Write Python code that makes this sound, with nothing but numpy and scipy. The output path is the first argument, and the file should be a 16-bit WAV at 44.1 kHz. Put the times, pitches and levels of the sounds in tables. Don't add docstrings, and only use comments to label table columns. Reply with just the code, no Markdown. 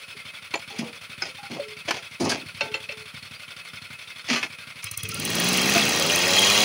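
import sys
import numpy as np
from scipy import signal
from scipy.io import wavfile
from scipy.ndimage import uniform_filter1d

SR = 44100
rng = np.random.default_rng(int(sys.argv[2]) if len(sys.argv) > 2 else 0)


def pcm_store(signal):
    levels = np.round(np.clip(np.atleast_2d(signal), -1, 1) * 32767)
    wavfile.write(sys.argv[1], SR, levels.astype(np.int16).T)


def elevation(decibels):
    levels = np.asarray(decibels, float)
    return 10 ** (levels / 20)


N = 292824
T = np.arange(N) / SR
THROTTLE_S = 4.82

# [t/s, firings per s]
SPEED = [(0, 11.6), (.8, 11.92), (1.4, 12.), (2.1, 11.46), (3., 11.82), (3.9, 11.79), (4.8, 11.63),
         (4.95, 16.52), (5.2, 18.65), (5.5, 23.07), (5.8, 25.62), (6.1, 31.36), (6.4, 36.22), (6.66, 41.6)]
# [t/s, level/dB]
LOAD = [
    (4.82, -33),
    (4.92, -42),
    (5.2, -33),
    (5.42, -24.5),
    (5.72, -22),
    (5.755, -19.5),
    (5.88, -23),
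    (6.1, -23.5),
    (6.47, -20),
]
# [f/Hz, level/dB, t60/s, lag/s]
PIPE = [
    (105, 1.5, 0.11, 0.0051),
    (133, 1.5, 0.1, 0.0042),
    (229, 1.5, 0.058, 0.0005),
]
# [middle t/s, length/s, level/dB]
CHARGE = [(.25, .08, 4), (.33, .08, -8), (.63, .17, 1.5), (1.1, .08, 1), (1.18, .08, 6), (1.9, .17, 6),
          (2.46, .08, 10.5), (2.63, .25, 6.5), (2.92, .17, 2), (3.23, .25, 5.5), (3.65, .08, -10),
          (3.78, .17, 6), (3.91, .08, 3.5), (4.07, .25, -4), (5.04, .05, 8), (5.095, .05, 3.5),
          (5.15, .05, 1)]
# [share of cycle, level/dB, f/Hz, t60/s]
SLAPS = [(.40, -36.5, 2570, .11), (.47, -39, 2530, .09), (.02, -40, 2200, .05), (.03, -43, 3580, .06),
         (.60, -45, 1350, .08), (.40, -44, 4270, .05), (.3, -46, 5200, .04), (.33, -42, 3330, .05)]
# [share of cycle, level/dB]
STROKE = [(0, -8), (.03, 0), (.1, -1), (.22, -4.5), (.34, -1), (.46, -.5), (.56, -4), (.62, -3.5),
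          (.72, -9), (.82, -12), (1, -10)]
# [f/Hz, level/dB per Hz]
CASING = [(150, -5.5), (250, -17.5), (324, -22), (555, -11.5), (828, -19), (1150, -9), (1740, -9.5),
          (2560, -0.5), (2740, -5.5), (3810, -10), (4300, -10.5), (7240, -25.5), (9300, -17), (10500, -13),
          (10950, -24.5), (13500, -27.5), (15800, -22.5)]
# [f/Hz, width/Hz, level/dB]
COVER_MODES = [(1105, 15, -51), (1405, 56, -9.5), (1444, 46, -7.5), (2117, 15, -4.5), (2274, 33, -3.5),
               (2646, 73, -12), (2690, 93, -14), (3150, 35, -8), (3390, 56, -5.5), (3583, 25, -6),
               (4310, 45, -6), (4600, 71, -13), (4650, 28, -13), (5230, 46, -12), (5450, 48, -20),
               (5940, 61, -16)]
# [f/Hz, level/dB per Hz]
YARD = [(20, -2), (60, -5), (110, -3), (160, -6), (250, -9), (330, -11), (550, -5), (780, -11), (1300, -7),
        (2500, -40)]
# [t/s, level/dB, f/Hz, t60/s]
RINGS = [(.15, -38, 412, 0.064), (0.539, -18, 980, 0.039), (0.543, -25, 453, 0.042), (.7, -44, 805, 0.45),
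         (1.29, -43, 525, 0.19), (1.385, -39.5, 818, 0.2), (1.432, -36.5, 805, 0.21),
         (.539, -20, 2380, .05), (.79, -23.5, 226, 0.25), (.72, -40.5, 440, .3), (.85, -35, 480, .3),
         (5.19, -25, 232, .08), (4.357, -25, 4150, .1), (5.995, -27, 550, .5), (6.26, -29, 560, 0.7),
         (1.593, -20, 569, 0.12), (1.604, -41.5, 430, 2.1), (2.61, -39.5, 431, 4.7),
         (2.61, -19.5, 570, 0.074), (2.743, -43.5, 437, 0.47), (2.745, -33.5, 540, 0.19),
         (2.894, -31.5, 570, 0.066), (2.899, -46.5, 436, 3), (2.221, -32.5, 101, 0.54),
         (4.302, -21.5, 238.2, 0.24), (4.59, -47.5, 1600, 0.37), (5.04, -40, 444, 0.28),
         (5.105, -43, 440, 0.22), (5.15, -40, 570, 0.1), (5.265, -33, 403, .2), (4.845, -35, 2200, .08),
         (4.865, -32, 2600, .1), (4.855, -37, 5200, .08), (4.965, -33, 2150, .07), (4.99, -34, 3350, .08),
         (5.02, -37, 5950, .1), (5.12, -36, 1350, .15), (5.17, -33, 1400, .1), (2.405, -35, 2600, .08),
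         (3.345, -42, 4750, .12), (1.7, -39, 4300, .1), (5.755, -17, 690, 0.13), (5.754, -28, 236, 0.34)]
# [t/s, level at 2.4 kHz/dB, weight/dB, breadth/dB, t60/s]
KNOCKS = [(0.539, -10, -14.5, -11, 0.061), (0.5551, -22.5, 0.5, 3.5, 0.066),
          (0.7894, -20.5, -33, -18, 0.08), (1.2209, -28, -15, 7, 0.058), (1.8825, -13.5, -10, -30, 0.14),
          (1.9078, -5, -13, -3.5, 0.047), (2.2069, -34.5, 22.5, 2, 0.24), (2.2498, -43.5, -6, 28, 0.14),
          (2.297, -20.5, -8, 2, 0.11), (2.3182, -17.5, -21, 1, 0.083), (2.6075, -17.5, -26, -2, 0.061),
          (2.743, -20.5, -11, -13.5, 0.15), (2.8897, -17, -40, -42, 0.14), (2.9194, -31, -13, -7, 0.052),
          (4.3006, -14, -32, -10, 0.12), (4.3289, -12.5, -43, -5.5, 0.084), (4.357, -18.5, -31, -2, 0.27),
          (4.428, -12.5, -48, -9, 0.093), (4.83, -26.5, -44, -14, 0.13), (5.7584, -4, -6.5, -29, 0.074)]
BLADE_HZ = [345, 560, 680, 790, 877, 1030, 1168, 1280, 1480, 1626, 1740, 1960, 2150, 2260, 2400, 2580, 2724,
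            2955, 3060, 3320, 3620, 4320, 4600, 4926, 5286, 5920, 6340, 7120]
# [start t/s, length/s, gravel on mould/dB, drag of blade/dB, grit/dB]
SCRAPES = [(0.693, 0.14, -55, -44.5, -45), (0.78, 0.085, -32.5, -41, -37), (0.81, 0.061, -31, -33.5, -54),
           (0.846, 0.11, -49, -45, -51), (1.22, 0.12, -50, -42, -38), (1.494, 0.11, -33.5, -39.5, -41),
           (1.553, 0.073, -37.5, -33.5, -45), (1.875, 0.045, -52, -25, -25.5),
           (1.913, 0.12, -54, -34.5, -33), (2.195, 0.16, -26, -29, -42), (2.251, 0.073, -25.5, -27.5, -33),
           (2.296, 0.13, -32.5, -29.5, -33.5), (2.395, 0.097, -42, -57, -60), (2.6, 0.13, -44, -37.5, -42),
           (4.261, .04, -60, -56, -39), (4.281, 0.16, -35.5, -32, -22.5), (4.421, 0.06, -38, -36, -32.5)]
# [low f/Hz, high f/Hz]
STROKE_BANDS = [
    (130, 345),
    (350, 926),
    (1500, 3550),
    (4000, 7140),
]
# [f/Hz, level/dB per Hz]
SPRAY = [(7000, -52), (8500, 9), (10200, 10), (13000, -8), (15600, 9), (16000, -20)]
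# [start t/s, length/s, level/dB]
THROWS = [
    (0.783, 0.024, -31.5),
    (2.197, 0.063, -33.5),
    (2.24, 0.031, -32.5),
    (2.29, 0.046, -25),
    (4.822, 0.025, -37),
]
# [f/Hz, level/dB, t60/s]
EDGE = [(364, -12, 0.16), (800, -13, 0.14), (1273, -13, 0.11), (1487, 8, 0.028), (1600, -13, 0.063),
        (2140, 4.5, 0.037), (2260, -9, .08), (2474, 1, 0.057), (4040, -10, 0.065), (4860, -4, 0.073),
        (5210, 13.5, 0.021), (4970, -4, 0.14), (6300, -7, 0.05)]
# [f/Hz, level/dB, t60/s]
RIM = [(880, -13.5, 0.27), (1360, -23, 0.35), (1540, -14, 0.38), (2054, -9, 0.23), (2240, -8, 0.1),
       (2680, 10.5, 0.042), (3070, -4, 0.077), (3650, -10, 0.083), (4160, -2.5, 0.037), (4320, -2, 0.06),
       (5300, -11, 0.063), (5700, -11, 0.042), (5860, -29, .12)]
# [t/s, level/dB]
EDGE_HITS = [
    (1.221, -24),
    (1.879, -43),
]
# [t/s, level/dB]
RIM_HITS = [
    (2.608, -21),
    (2.616, -24),
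    (2.741, -25),
    (2.891, -37),
    (2.92, -38),
]
# [delay/s, level/dB]
ECHOES = [(.0031, -19), (.0074, -17), (0.012, -14), (0.021, -40), (.034, -17.5)]
# [f/Hz, level/dB per Hz]
RATTLE = [(600, -41), (1200, -42), (1630, -32), (1900, -8), (2600, -6), (3200, -2), (3700, 0), (4200, 1.5),
          (5400, 0.5), (6200, 3), (7600, -7), (9800, -15.5), (12300, -20), (13600, -23), (15700, -3)]
# [f/Hz, width/Hz, level/dB]
FRAME_MODES = [(1155, 60, -9), (1260, 70, -9), (1875, 50, -4), (2058, 60, -6), (2209, 60, -5),
               (2430, 60, -4), (2559, 55, -1), (2665, 55, -3), (2848, 65, -2), (3219, 60, -1),
               (3330, 70, -3), (3985, 70, -4), (4262, 80, -4), (4758, 60, -7), (4927, 50, -6),
               (5200, 70, -8), (5706, 60, -7), (6164, 110, -3), (6890, 100, -12), (9020, 120, -17)]
# [f/Hz, width/Hz, level/dB]
BOLTS = [(7920, 190, 2), (8630, 45, -3), (9080, 130, 0.5), (9820, 180, 3.5), (10750, 180, 1),
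         (11540, 62, 0)]
# [f/Hz, width/Hz, level/dB]
PANELS = [(2890, 77, 0), (3240, 60, 2), (3340, 44, -2), (3880, 90, -9), (4030, 55, -1), (4070, 70, -5),
          (4880, 50, -6), (6120, 47, -8), (6200, 60, -6), (6950, 66, -2)]
# [f/Hz, level/dB per Hz]
BOOM = [(30, -22), (70, -8), (130, -7), (220, 1), (300, -8), (550, -4.5), (760, -3), (1200, -8), (1700, -5),
        (2400, -39)]
# [level as the belt grips/dB, level at full speed/dB]
ORDERS = [(-14, -9), (-7, -1), (4, -6), (-1, -1), (-5, -2), (-5, -2), (-5, -3), (-7, -8), (-10, -3),
          (-9, -8), (-11, -7), (-12, -9)]
# [t/s, level/dB]
CRACKS = [(4.8407, -21), (4.913, -21.5), (4.9744, -17.5), (5.0328, -20.5), (5.089, -22), (5.1434, -20.5),
          (5.1981, -21), (5.2505, -16.5), (5.302, -21.5), (5.3522, -18), (5.3991, -15.5), (5.4435, -20)]
# [f/Hz, level/dB per Hz]
CRACK_COLOUR = [(2000, -52), (4000, -23), (5800, 22), (7600, 9.5), (9800, 20.5), (11000, 10), (12200, 14),
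                (14000, 18), (15600, 26), (16500, -10)]
# [multiple, level/dB]
GROWL = [(3, -16), (4, -10), (5, -4.5), (6, -2.5), (7, -5), (8, -15), (9, -6), (10, 2.5), (11, -10),
         (12, 1), (13, 2), (14, -5), (15, 1), (16, -2.5), (17, -2.5), (18, 0), (19, -5), (20, -10),
         (21, -14), (22, -6)]
# [f/Hz, level/dB]
GROWL_COLOUR = [(60, -18), (150, 7), (200, 3), (245, -4), (290, -9.5), (390, -6), (550, -3.5), (700, -15.5),
                (1200, -6)]


def evened(x):
    return x / np.sqrt(np.mean(x ** 2) + 1e-20)


def along(points, at, column=1):
    table = np.array(points, float)
    return np.interp(at, table[:, 0], table[:, column])


def add(mix, s, sound):
    part = mix[max(round(s * SR), 0):][:len(sound)]
    part += sound[:len(part)]


def coloured(x, points, peaks=(), lift_db=0.):
    hz = np.abs(np.fft.fftfreq(8192, 1 / SR))
    f, db = np.transpose(points)
    gain = elevation(np.interp(np.log(hz + 1), np.log(f + 1), db, left=-90, right=-90))
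    resonances = sum(1 / np.hypot(1, 2 * (hz - p) / w) for p, w, _ in peaks)
    log = np.log(gain * (1 + elevation(lift_db) * resonances) + 1e-5)
    taps = np.fft.ifft(np.exp(log - 1j * signal.hilbert(log).imag)).real[:4096]
    return evened(signal.oaconvolve(x, taps)[:len(x)])


def band(x, lo_hz, hi_hz):
    return signal.sosfilt(signal.butter(2, [lo_hz, hi_hz], "band", fs=SR, output="sos"), x)


def slow_noise(width):
    return evened(uniform_filter1d(rng.standard_normal(N), width))


def grains(count, per_s, spread_db):
    out, many = np.zeros(count), int(count * per_s / SR) + 1
    size_db = spread_db * np.minimum(rng.exponential(1, many), 4)
    out[rng.integers(0, count, many)] = elevation(size_db) * rng.standard_normal(many)
    return evened(out)


def dying(hz, t60, t):
    return np.sin(2 * np.pi * hz * t) * elevation(-60 * t / t60)


def rung(peaks, gate, per_s, spread_db, loose_db):
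    out, at = np.zeros(N), np.arange(0, N / SR + 1, .07)
    for hz, width, db in peaks:
        r = np.exp(-np.pi * np.clip(width, 30, 120) / SR)
        wander_db = loose_db * np.interp(T, at, rng.standard_normal(400)[:len(at)])
        drive = gate * grains(N, per_s, spread_db) * elevation(wander_db)
        resonator = [1, -2 * r * np.cos(2 * np.pi * hz / SR), r * r]
        out += elevation(db) * evened(signal.lfilter([1], resonator, drive))
    return evened(out)


def wavering(turns, multiples, levels_db, span, depth_db):
    drifts = evened(uniform_filter1d(rng.standard_normal((N // 500 + 2, len(multiples))), span, axis=0))
    lines = np.zeros(N)
    for k, db, drift in zip(multiples, levels_db, drifts.T):
        drift_db = depth_db * np.interp(np.arange(N) / 500, np.arange(len(drift)), drift)
        lines += elevation(db + drift_db) * np.cos(2 * np.pi * (k * turns + drift[0]))
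    return lines


def cycles():
    return -.92 + np.cumsum(along(SPEED, T)) / SR


def firings(share, uneven_db):
    whole = np.floor(cycles() - share).astype(int) + 3
    return np.diff(whole, prepend=whole[0]) * elevation(uneven_db * rng.standard_normal(120))[whole]


def exhaust():
    t, idle = T[:6000], T < THROTTLE_S
    valve = -np.minimum(t / 0.0023, 1) * np.clip((.03 - t) / 0.0049, .08, 1)
    modes = [np.roll(valve * elevation(db) * dying(hz, t60, t), round(lag * SR)) for hz, db, t60, lag in PIPE]

    faster = along(SPEED, T) - along(SPEED, THROTTLE_S)
    charge_db = sum(db * (abs(T - s) < length / 2) for s, length, db in CHARGE)
    strength_db = np.where(idle, -43, -27.5 - 0.47 * faster) + charge_db
    blows = np.roll(firings(0, 0.88) * elevation(strength_db - 4.5), -60)

    puff_lag = round(.03 * SR)
    puffs = np.roll(blows * elevation(3.0 * rng.standard_normal(N)), puff_lag)
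    puffs = elevation(-7.5 - 4 * ~idle) * puffs
    upper = np.where(idle, firings(0, 2.1) + 1e-9, .22)
    tone = np.maximum(np.roll(upper, -60), np.roll(upper, puff_lag - 60))
    drives = (blows + puffs, tone * (blows + puffs), tone * blows)
    return sum(signal.oaconvolve(drive, mode) for drive, mode in zip(drives, modes))[:N]


def valve_tick():
    hiss = coloured(rng.standard_normal(N), CRACK_COLOUR, BOLTS, 9.)
    return hiss * signal.oaconvolve(firings(.32, 3.) * elevation(-53), np.exp(-T[:6000] / 0.0032))[:N]


def slaps():
    t, out = T[:4000], np.zeros(N)
    for share, db, hz, t60 in SLAPS:
        mode = elevation(db) * dying(hz, t60, t) * np.minimum(t / 0.009, 1)
        out += signal.oaconvolve(firings(share, 2.6) * (T < THROTTLE_S), mode)[:N]
    return out


def casing():
    stroke_db = along(STROKE, cycles() % 1)
    drive = elevation(.8 * stroke_db + slow_noise(400)) * rng.standard_normal(N)
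    steady = .5
    drive = drive - (1 - steady) * band(drive, 7500, 16000)
    drive = drive + steady * elevation(-4) * band(rng.standard_normal(N), 7500, 16000)
    covers = rung(COVER_MODES, elevation(1.5 * stroke_db), 200, 2.5, 3.)
    level = np.hypot(elevation(-43.5), elevation(-5 + along(LOAD, T)))
    return level * (0.45 * coloured(drive, CASING) + 0.35 * covers)


def yard():
    return elevation(-63) * coloured(rng.standard_normal(N), YARD)


def ring(s, db, hz, t60):
    t = T[:20000]
    noise = uniform_filter1d(rng.standard_normal(len(t)), 450)
    wobble = 1 + .33 * evened(uniform_filter1d(noise, 250))
    fade = np.minimum(t / 0.0057, 1) * np.clip((.2 - t) / 0.073, 0, 1)
    return s, elevation(db) * wobble * dying(hz * (1 - 0.043 * t), t60, t) * fade


def knock(s, db, low_db, wide_db, t60):
    t = T[:7000]
    colour = [(120, low_db - 65), (350, low_db + 19), (950, wide_db + 7.0), (2400, 0), (5300, wide_db - 5.0),
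              (7800, wide_db - 10.5), (9000, wide_db - 7), (15800, wide_db - 22)]
    luck = rng.standard_normal((len(BLADE_HZ), 2)) * [4.5, 1]
    tilt_db = 3 * np.log2(np.array(BLADE_HZ) / 2400)
    modes = sum(elevation(along(colour, hz) + tilt + a) * dying(hz * (1 + 0.0135 * b), 0.73 * t60, t)
                for hz, tilt, (a, b) in zip(BLADE_HZ, tilt_db, luck))
    grit = coloured(rng.standard_normal(len(t)), colour) * elevation(-60 * t / t60)
    return s, elevation(db - 11.5) * (0.57 * modes + 0.53 * grit) * np.minimum(t / 0.00093, 1)


def scrape(start, length, gravel_db, drag_db, grit_db):
    t = np.arange(0, length, 1 / SR)
    jolts = grains(len(t), 1100, 2.) + .65 * rng.standard_normal(len(t))
    jolts = coloured(jolts, [(20, 0), (20000, 0)], FRAME_MODES, 8.)
    fizz_db = grit_db - 4.5
    levels_db = (gravel_db, drag_db, grit_db, fizz_db)
    parts = sum(elevation(db - 4.0) * evened(band(band(jolts, *hz), *hz)) for db, hz in zip(levels_db, STROKE_BANDS))
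    parts = parts + 0.095 * elevation(fizz_db) * coloured(jolts, SPRAY)
    hold = 0.45
    lift = np.clip((t / length - hold) / (1 - hold), 0, 1)
    return start, parts * np.minimum(t / 0.015, 1) * elevation(-18 * lift) * np.sqrt(1 - lift)


def throw(start, length, db):
    t = np.arange(0, 2 * length, 1 / SR)
    grit = grains(len(t), 2500, 2.3) + rng.standard_normal(len(t))
    grit = coloured(grit, [(20, 0), (20000, 0)], FRAME_MODES + BOLTS, 12.)
    hiss = evened(band(band(grit, 3700, 7000), 3700, 7000)) + 0.32 * coloured(grit, SPRAY)
    return start, elevation(db - 19 * (t / length) ** 2) * hiss * np.minimum(t / 0.0072, 1)


def clink(modes, db):
    t = T[:9000]
    luck_db = 1.8 * rng.standard_normal(len(modes))
    struck = sum(elevation(d + a) * dying(hz, t60, t) for (hz, d, t60), a in zip(modes, luck_db))
    return elevation(db) * struck * np.minimum(t / 0.0019, 1)


def frame_rattle(pulse):
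    shaken = 0.38 * rng.standard_normal(N) + 0.5 * grains(N, 2200, 3.2)
    rattle = .5 * np.clip(1 - 1.8 * (5.3 - T), .3, 1) * coloured(pulse * shaken, RATTLE)
    rattle = rattle + .9 * rung(FRAME_MODES, pulse, 500, 3., 2.5)
    rattle = rattle + elevation(-17.5) * rung(BOLTS, pulse, 500, 2.5, 3.)
    panels_in = np.clip((T - 6.05) / .3, 0, 1)
    rattle = rattle + elevation(-4) * panels_in * rung(PANELS, pulse, 500, 3., 3.3)
    still = (1 - .15) * np.clip(1 - (T - 5.08) / .15, 0, 1)
    return rattle - still * (band(rattle, 500, 1150) + band(rattle, 1620, 2050))


def frame():
    speed, load_db = along(SPEED, T), along(LOAD, T)
    turns = np.cumsum(speed * (2.67 - .3 * np.maximum(T - 6.36, 0))) / SR
    throb_db = 1.1 * (along(STROKE, cycles() % 1) + 4) * np.clip((5.3 - T) / 0.47, 0, 1)
    pulse = elevation(throb_db + 1.8 * np.cos(2 * np.pi * turns) + 0.34 * slow_noise(300))
    rattle = frame_rattle(pulse)

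    grip_s, slack_from_s = 5.19, 4.95
    slack = elevation(-8 * np.clip((grip_s - T) / .03 + .5, 0, 1))
    slack = slack * np.clip((T - slack_from_s) / (grip_s - slack_from_s), 0, 1)
    boom = coloured(pulse * rng.standard_normal(N), BOOM)
    deep = band(boom, 105, 340)
    spread = np.clip((T - 5.09) / 0.26, 0, 1)
    boom = slack * deep * elevation(-11 * (T > 6.08)) + (boom - deep) * spread

    grown = np.clip((T - 5.75) / .75, 0, 1)
    orders_db = [early_db + (late_db - early_db) * grown for early_db, late_db in ORDERS]
    orders = slack * wavering(turns, range(1, len(ORDERS) + 1), orders_db, 9, 1.8)

    low = elevation(-14 + 0.76 * load_db - 0.15 * (speed - 23)) * boom + elevation(-24.5 + 0.43 * load_db) * orders
    return np.clip((T - THROTTLE_S) / 0.046, 0, 1) * (elevation(load_db) * rattle + low)


def exhaust_crack():
    t = T[:6000]
    burst = np.exp(-((t - .004) / 0.0024) ** 2) + 0.32 * np.exp(-t / 0.012) * np.minimum(t / 0.003, 1)
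    faster = along(SPEED, T) - along(SPEED, THROTTLE_S)
    level_db = -15.5 + 0.23 * along(LOAD, T) - .5 * faster
    late = np.roll(firings(0, 3.5), -110) * (T > 5.46) * elevation(level_db)
    crack = signal.oaconvolve(late, burst)[:N]
    for s, db in CRACKS:
        add(crack, s - .002, elevation(db - 8) * burst)
    return crack * coloured(rng.standard_normal(N), CRACK_COLOUR, BOLTS, 9.)


def growl():
    speed = along(SPEED, T)
    levels_db = [db + .5 * along(GROWL_COLOUR, k * speed) for k, db in GROWL]
    lines = wavering(cycles(), [k for k, _ in GROWL], levels_db, 11, 2.5)
    return elevation(-30 + 0.57 * along(LOAD, T)) * np.clip((T - 5.0) / 0.3, 0, 1) * lines


def echoed(tools):
    taps = np.zeros(2000)
    taps[0] = 1
    for s, db in ECHOES:
        taps[round(s * SR)] = elevation(db)
    return signal.oaconvolve(tools, taps)[:N]


def scene():
    tools = np.zeros(N)
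    for source, events in ((ring, RINGS), (knock, KNOCKS), (scrape, SCRAPES), (throw, THROWS)):
        for event in events:
            add(tools, *source(*event))
    for modes, hits in ((EDGE, EDGE_HITS), (RIM, RIM_HITS)):
        for s, db in hits:
            add(tools, s, clink(modes, db))
    engine = exhaust() + valve_tick() + slaps() + casing() + exhaust_crack() + growl()
    return (engine + echoed(tools) + frame() + yard())[None]


def roll_off(x):
    return signal.sosfilt(signal.butter(12, 17000, fs=SR, output="sos"), x)


def record(dry):
    thin = signal.sosfilt(signal.butter(3, 80, "high", fs=SR, output="sos"), dry)
    edge = signal.firwin(301, 15850, window=("kaiser", 6), fs=SR)
    return roll_off(signal.oaconvolve(thin, edge[None], "same"))


dry = scene()
out = record(dry)
pcm_store(out)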